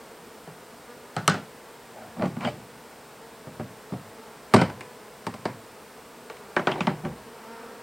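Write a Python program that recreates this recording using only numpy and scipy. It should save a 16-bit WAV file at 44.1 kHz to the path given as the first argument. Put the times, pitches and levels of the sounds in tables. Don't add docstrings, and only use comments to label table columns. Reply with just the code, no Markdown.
import sys
import numpy as np
from scipy import signal
from scipy.fft import rfft, irfft
from scipy.io import wavfile
from scipy.ndimage import uniform_filter1d, map_coordinates

SR = 44100
rng = np.random.default_rng(int(sys.argv[2]) if len(sys.argv) > 2 else 0)


def generate_wav(signal):
    frames = np.transpose(np.atleast_2d(signal))
    scaled = np.clip(frames, -1, 1) * 32767
    pcm = np.round(scaled).astype(np.int16)
    wavfile.write(sys.argv[1], SR, pcm)


N = 344862
BLOW_S = 0.5


def undb(db):
    return 10 ** (np.asarray(db) / 20)


def unit(x):
    return x / np.sqrt(np.mean(x ** 2) + 1e-20)


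def add(track, start_s, sound):
    start = int(start_s * SR)
    track[start:start + len(sound)] += sound[:len(track) - start]


def band(x, lo_hz, hi_hz):
    return signal.sosfilt(signal.butter(3, [lo_hz, hi_hz], "band", fs=SR, output="sos"), x)


def coloured(points, size=N):
    hz, db = np.transpose(points)
    f = np.arange(size // 2 + 1) * SR / size
    gain = undb(np.interp(np.log(f + 1), np.log(hz), db))
    return unit(irfft(rfft(rng.standard_normal(size)) * gain, size))


def walk(rate_hz):
    knots = rng.standard_normal(1024)
    coarse = np.arange(0, N + 128, 128)
    curve = map_coordinates(knots, [coarse / SR * rate_hz], order=3, mode="wrap")
    return np.interp(np.arange(N), coarse, curve)


def ring(modes, t, detune=0.006, weight_spread_db=0.53):
    hz, db, t60_s = np.transpose(modes)[:, :, None]
    shift, weight, angle = rng.standard_normal((3, len(modes), 1))
    waves = np.sin(2 * np.pi * (hz * (1 + detune * shift) * t + angle))
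    decay = undb(db + weight_spread_db * weight - 60 * t / t60_s)
    return np.sum(decay * waves, axis=0) / np.sqrt(np.sum(undb(db) ** 2) / 2)


# frequency in Hz, time to decay by 60 dB in s.
WALL_DECAY = [(80, 0.47), (210, 0.28), (560, 0.32), (1470, 0.23), (3880, 0.33), (10200, 0.13)]


def walls(colour, t):
    hz, t60_s = np.transpose(WALL_DECAY)
    noise = coloured(colour, size=len(t))
    rattle = np.zeros(len(t))
    for lo_hz in 62 * 2 ** np.arange(8):
        octave_t60_s = np.interp(np.log(lo_hz * np.sqrt(2)), np.log(hz), t60_s)
        rattle += band(noise, lo_hz, 2 * lo_hz) * undb(-60 * t / octave_t60_s)
    return rattle


SPOT_OCTAVES, SPOT_DECAY_S = 0.4, 0.0087


def spot(hz, t):
    half_width = 2 ** (SPOT_OCTAVES / 2)
    burst = rng.standard_normal(len(t)) * np.exp(-t / SPOT_DECAY_S)
    cluster = band(burst, hz / half_width, hz * half_width)
    return cluster / np.abs(cluster).max()


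REGISTER_EDGES_HZ = [108, 280, 900, 2000, 5500, 12500]
HARDNESS_PIVOT_HZ = 1360
THUMP_HZ, THUMP_DECAY_S, THUMP_GROWTH = 48.3, 0.034, 1.55


def blows(hits, modes, colour, voice, modes_db, spot_db, thump_db):
    t = np.arange(int(BLOW_S * SR)) / SR
    thump = np.sin(2 * np.pi * THUMP_HZ * t) * np.exp(-t / THUMP_DECAY_S)
    out = np.zeros(N)
    for start_s, strength_db, hardness_db_per_oct, boom_db, spot_hz in hits:
        body = undb(modes_db) * ring(modes, t) + walls(colour, t)
        for k, (level_db, crack_db, crack_s) in enumerate(voice):
            lo_hz, hi_hz = REGISTER_EDGES_HZ[k], REGISTER_EDGES_HZ[k + 1]
            share_db = boom_db
            if k > 0:
                share_db = hardness_db_per_oct * np.log2(np.sqrt(lo_hz * hi_hz) / HARDNESS_PIVOT_HZ)
            crack = undb(crack_db) * np.exp(-(t / crack_s) ** 2)
            part = band(body * (1 + crack), lo_hz, hi_hz)
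            attack = t < .01 + 2 / lo_hz
            add(out, start_s, part / np.std(part[attack]) * undb(strength_db + level_db + share_db))
        add(out, start_s, spot(spot_hz, t) * undb(strength_db + spot_db))
        add(out, start_s, thump * undb(THUMP_GROWTH * strength_db + thump_db))
    return out


# start in seconds, strength in dB, hardness in dB per octave, boom in dB,
# pitch of the struck spot in Hz.
TOOL_BLOWS = [(.475, -45.5, -4.5, 8, 450), (1.165, -26.5, -0.4, 2.5, 670), (1.278, -14.5, 3, -1.5, 1300),
              (1.297, -31, 3, 2, 1530), (1.342, -30, -2.5, 3, 1500)]
# frequency in Hz, relative level in dB, time to decay by 60 dB in s.
SHUT_TUB_MODES = [(110, -2.5, 0.3), (160, 6.5, 0.21), (196, -5.5, 0.3), (414, 3, 0.14), (619, 0, 0.18),
                  (708, 7.5, 0.07), (795, 0.5, 0.18), (855, -2, 0.23), (1280, -6, 0.11),
                  (1292, 12.5, 0.037), (1370, -4, 0.35), (1484, 6, 0.21), (1613, -7, 0.31),
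                  (1980, -30, 0.14), (3060, 4, 0.047), (4340, -22, 0.49), (4170, 0, 0.18),
                  (8430, -10, 0.042)]
# frequency in Hz, relative level in dB.
TOOL_RATTLE = [(60, -36), (150, 4), (290, -10), (420, -8), (520, -7), (750, -11), (1050, -13.5),
               (1300, -2.5), (2200, -17), (2900, -10.5), (3700, -18), (4300, -16.5), (8500, -19),
               (11000, -36), (15000, -37)]
# level in dB, crack over the ring in dB, crack length in seconds.
TOOL_REGISTERS = [(-7, -8, 0.03), (-4.5, -5, 0.0033), (-3, -7, 0.0033), (-9.5, 10.5, 0.0024),
                  (-15, 19, 0.0016)]


def hive_tool():
    return blows(TOOL_BLOWS, SHUT_TUB_MODES, TOOL_RATTLE, TOOL_REGISTERS,
                 modes_db=2, spot_db=2, thump_db=-26)


# start in seconds, strength in dB, hardness in dB per octave, boom in dB,
# pitch of the struck spot in Hz.
LID_BLOWS = [(2.195, -41, -3, 10, 300), (2.222, -30.5, -1.5, 4, 500), (2.256, -42.5, 6, 12.5, 222),
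             (2.367, -42, -0.5, 8.5, 246), (2.408, -44, 4, 5, 2500), (2.449, -30, 1, 2.5, 2900),
             (6.299, -39, 3, -17, 448), (6.367, -55, 9, -9, 2500), (6.565, -20.5, -0.3, -12.5, 1560),
             (6.594, -32, -.5, -3, 1200), (6.671, -19.5, -0.1, -10.5, 1360), (6.716, -30.5, 2.5, -5, 2840),
             (6.757, -38, -3.5, -13, 910), (6.806, -26, 2.5, -1.5, 2680), (6.870, -22, -0.3, -0.5, 880),
             (7.050, -37.5, 2.5, 7, 586)]
# frequency in Hz, relative level in dB, time to decay by 60 dB in s.
LID_MODES = [(122.8, -19.5, 0.83), (149.2, -7, 0.59), (185.2, 2.5, 0.19), (229.7, 6, 0.09),
             (357, -0.5, 0.24), (597, 6, 0.14), (727, 10, 0.025), (846, -2.5, 0.12), (953, -11.5, 0.17),
             (1155, 1.5, 0.12), (1403, 3, 0.031), (1500, -2.5, 0.08), (1900, -15, 0.13), (2315, 1, 0.043),
             (2960, -8, 0.11), (3130, -6, .08), (4300, -44, .11)]
# frequency in Hz, relative level in dB.
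LID_RATTLE = [(60, -24), (190, -8), (270, -14), (370, -1), (500, -14.5), (620, -7.5), (1000, -9),
              (1450, -11.5), (2100, -16), (2900, -17.5), (3700, -25.5), (5500, -29.5), (9000, -37),
              (15000, -85)]
# level in dB, crack over the ring in dB, crack length in seconds.
LID_REGISTERS = [(0, -11, 0.026), (-2, 2.5, 0.0059), (-1, 6, 0.0077), (-9, 10.5, 0.0034), (-27, -1, .0074)]


def tub_lid():
    return blows(LID_BLOWS, LID_MODES, LID_RATTLE, LID_REGISTERS,
                 modes_db=2.5, spot_db=5.5, thump_db=-20)


# start in seconds, strength in dB, hardness in dB per octave, boom in dB,
# pitch of the struck spot in Hz.
FRAME_BLOWS = [(3.470, -47, -6.5, 8.5, 390), (3.596, -40, -5, 8, 660), (3.921, -42, -3.5, 13, 230),
               (3.936, -40.5, -3.5, 3.5, 700), (4.538, -13.5, -1, -3.5, 1020), (4.542, -17, 2.5, 1, 600),
               (4.562, -19.5, -0.5, 0, 370), (4.614, -20, -0.5, -1, 510), (4.699, -39, 0.5, -12, 1510),
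               (4.808, -37.5, 2.5, -19, 2340), (5.267, -28, 1, -4, 870), (5.339, -38, 2, -1, 680),
               (5.454, -24.5, -0.8, -6, 624)]
# frequency in Hz, relative level in dB, time to decay by 60 dB in s.
OPEN_TUB_MODES = [(107.8, -1.5, 0.48), (156, -3, 0.16), (194.8, 2.5, 0.2), (236.6, -5.5, 0.25),
                  (385, -12.5, 0.21), (397, 10.5, 0.041), (446, 2.5, 0.036), (609, 2, 0.11),
                  (734, -0.5, 0.076), (845, -27, 0.16), (1130, -4, 0.038), (1266, -8, 0.07),
                  (2070, -36, 0.13), (2310, -34, 0.1)]
# frequency in Hz, relative level in dB.
FRAME_RATTLE = [(60, 1), (105, 3), (190, 6), (290, -3.5), (380, -3.5), (520, -4.5), (640, -7.5),
                (1150, -16), (1700, -21), (2500, -20), (3600, -27.5), (5000, -24), (6500, -37.5),
                (8600, -29), (15000, -82)]
# level in dB, crack over the ring in dB, crack length in seconds.
FRAME_REGISTERS = [(-1.5, 8.8, 0.0062), (-3, 3.2, 0.019), (-3.5, 5.2, 0.0074), (-11.5, 11, .0078),
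                   (-20, 4.7, 0.0072)]


def wooden_frame():
    return blows(FRAME_BLOWS, OPEN_TUB_MODES, FRAME_RATTLE, FRAME_REGISTERS,
                 modes_db=-1.5, spot_db=2.5, thump_db=-21)


# middle in seconds, half length in seconds,
# level of the loudest stretch in dB, brightness in Hz.
RUBS = [(2.01, 0.1, -43.5, 1200), (2.19, .025, -36, 150), (2.24, 0.029, -28.5, 800),
        (2.434, 0.028, -34, 2500), (2.47, 0.024, -27.5, 6960), (2.529, .11, -43, 100),
        (3.609, .012, -38.5, 1200), (4.598, 0.052, -26.5, 5000), (6.776, 0.03, -33.5, 2000),
        (6.895, 0.021, -33, 2500), (7.056, .022, -30.5, 400)]


def scrapes(slips_per_s=1600, scatter_db=3.0, modes_db=-2, crack_db=14, crack_s=0.0025):
    t = np.arange(int(BLOW_S * SR)) / SR
    out = np.zeros(N)
    for middle_s, half_s, level_db, bright_hz in RUBS:
        slips = rng.random(len(t)) < slips_per_s / SR
        slips = slips * undb(scatter_db * rng.standard_normal(len(t)))
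        slips = slips * np.exp(-((t - t.mean()) / half_s) ** 2)
        body = undb(modes_db) * ring(LID_MODES, t) + walls(FRAME_RATTLE, t)
        body = body * (1 + undb(crack_db) * np.exp(-t / crack_s))
        edge_hz = [110 + 0.031 * bright_hz, 160 + bright_hz]
        edge = signal.butter(1, edge_hz, "band", fs=SR, output="sos")
        rub = signal.sosfilt(edge, signal.fftconvolve(slips, body))
        loudest = np.sqrt(uniform_filter1d(rub ** 2, size=1500).max())
        add(out, middle_s - t.mean(), rub / loudest * undb(level_db))
    return out


# multiple of the wingbeat rate, relative level in dB.
WING_PARTIALS = [(1, 0.5), (2, 7), (3, -0.5), (4, 2), (5, -0.5), (6, -2), (8, -9), (11, -16.5), (16, -22.5),
                 (22, -19.5)]


def bee(wingbeat_hz, drift=.042, flutter=.018, near_db=3.5, turn_db=3.0):
    multiple, db = np.transpose(WING_PARTIALS)
    k = np.arange(1, 25)
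    partials_db = np.interp(k, multiple, db) + 2.6 * rng.standard_normal(len(k))
    partials = undb(partials_db) * np.exp(2j * np.pi * rng.random(len(k)))
    cycle = unit(irfft(np.r_[0, partials], 2 ** 14))
    rate_hz = wingbeat_hz * (1 + drift * walk(2.5) + flutter * walk(22))
    phase = np.cumsum(rate_hz) / SR
    buzz = cycle[(phase % 1 * len(cycle)).astype(int)]
    return buzz * undb(near_db * walk(1.426) + turn_db * walk(7.7))


# nearest moment in seconds, half length in seconds,
# wingbeat in Hz, level in dB.
DARTING_BEES = [(0.91, 0.03, 240, -46.5), (5.753, 0.05, 223, -56), (7.46, 0.033, 223.2, -49.5)]
WINGBEAT_HZ = 229
SWARM_DB, STIRRED_S, SWELL_DB_PER_S = -50, 4.94, 1.5


def swarm(count=34, spread=.07):
    t = np.arange(N) / SR
    rank = (np.arange(count) + .5) / count
    offsets = spread * .5 * np.log(rank / (1 - rank))
    hum = unit(sum(bee(WINGBEAT_HZ * (1 + offset)) for offset in offsets))
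    hum = hum * undb(SWARM_DB + SWELL_DB_PER_S * np.maximum(t - STIRRED_S, 0))
    for nearest_s, half_s, wingbeat_hz, level_db in DARTING_BEES:
        passing = undb(level_db) / (1 + ((t - nearest_s) / half_s) ** 2)
        hum = hum + unit(bee(wingbeat_hz, drift=0.0046, near_db=5)) * passing
    return hum


# frequency in Hz, relative level in dB.
AIR_SPECTRUM = [(25, -21), (60, -5), (90, -7.5), (140, -0.5), (300, 0.5), (600, 0.5), (1100, -4.5),
                (2000, -8), (3300, -13), (5200, -15), (6400, -18), (8600, -14), (10300, -20.5),
                (16000, -20.5)]


def still_air(level_db=-48.5):
    return coloured(AIR_SPECTRUM) * undb(level_db)


# frequency in Hz, relative level in dB.
SIDE_NOISE_SPECTRUM = [(25, -10), (60, 4), (150, 3.5), (350, 5.5), (1000, -13), (2500, -17), (5000, -0.5),
                       (8500, 0), (12000, 4.5), (16000, -7)]


def stereo(x, copy_db=-23, side_noise_db=-65.0):
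    treble_copy = np.roll(np.diff(x, 2, prepend=[0, 0]), 17)
    side = undb(copy_db) * treble_copy + undb(side_noise_db) * coloured(SIDE_NOISE_SPECTRUM)
    return x + np.array([[1], [-1]]) * side


def scene():
    return stereo(hive_tool() + tub_lid() + wooden_frame() + scrapes() + swarm() + still_air())


def record(dry, top_hz=15950):
    lowpass = signal.ellip(10, .1, 80, top_hz, fs=SR, output="sos")
    return signal.sosfilt(lowpass, np.clip(dry, -1, 1))


dry = scene()
out = record(dry)
generate_wav(out)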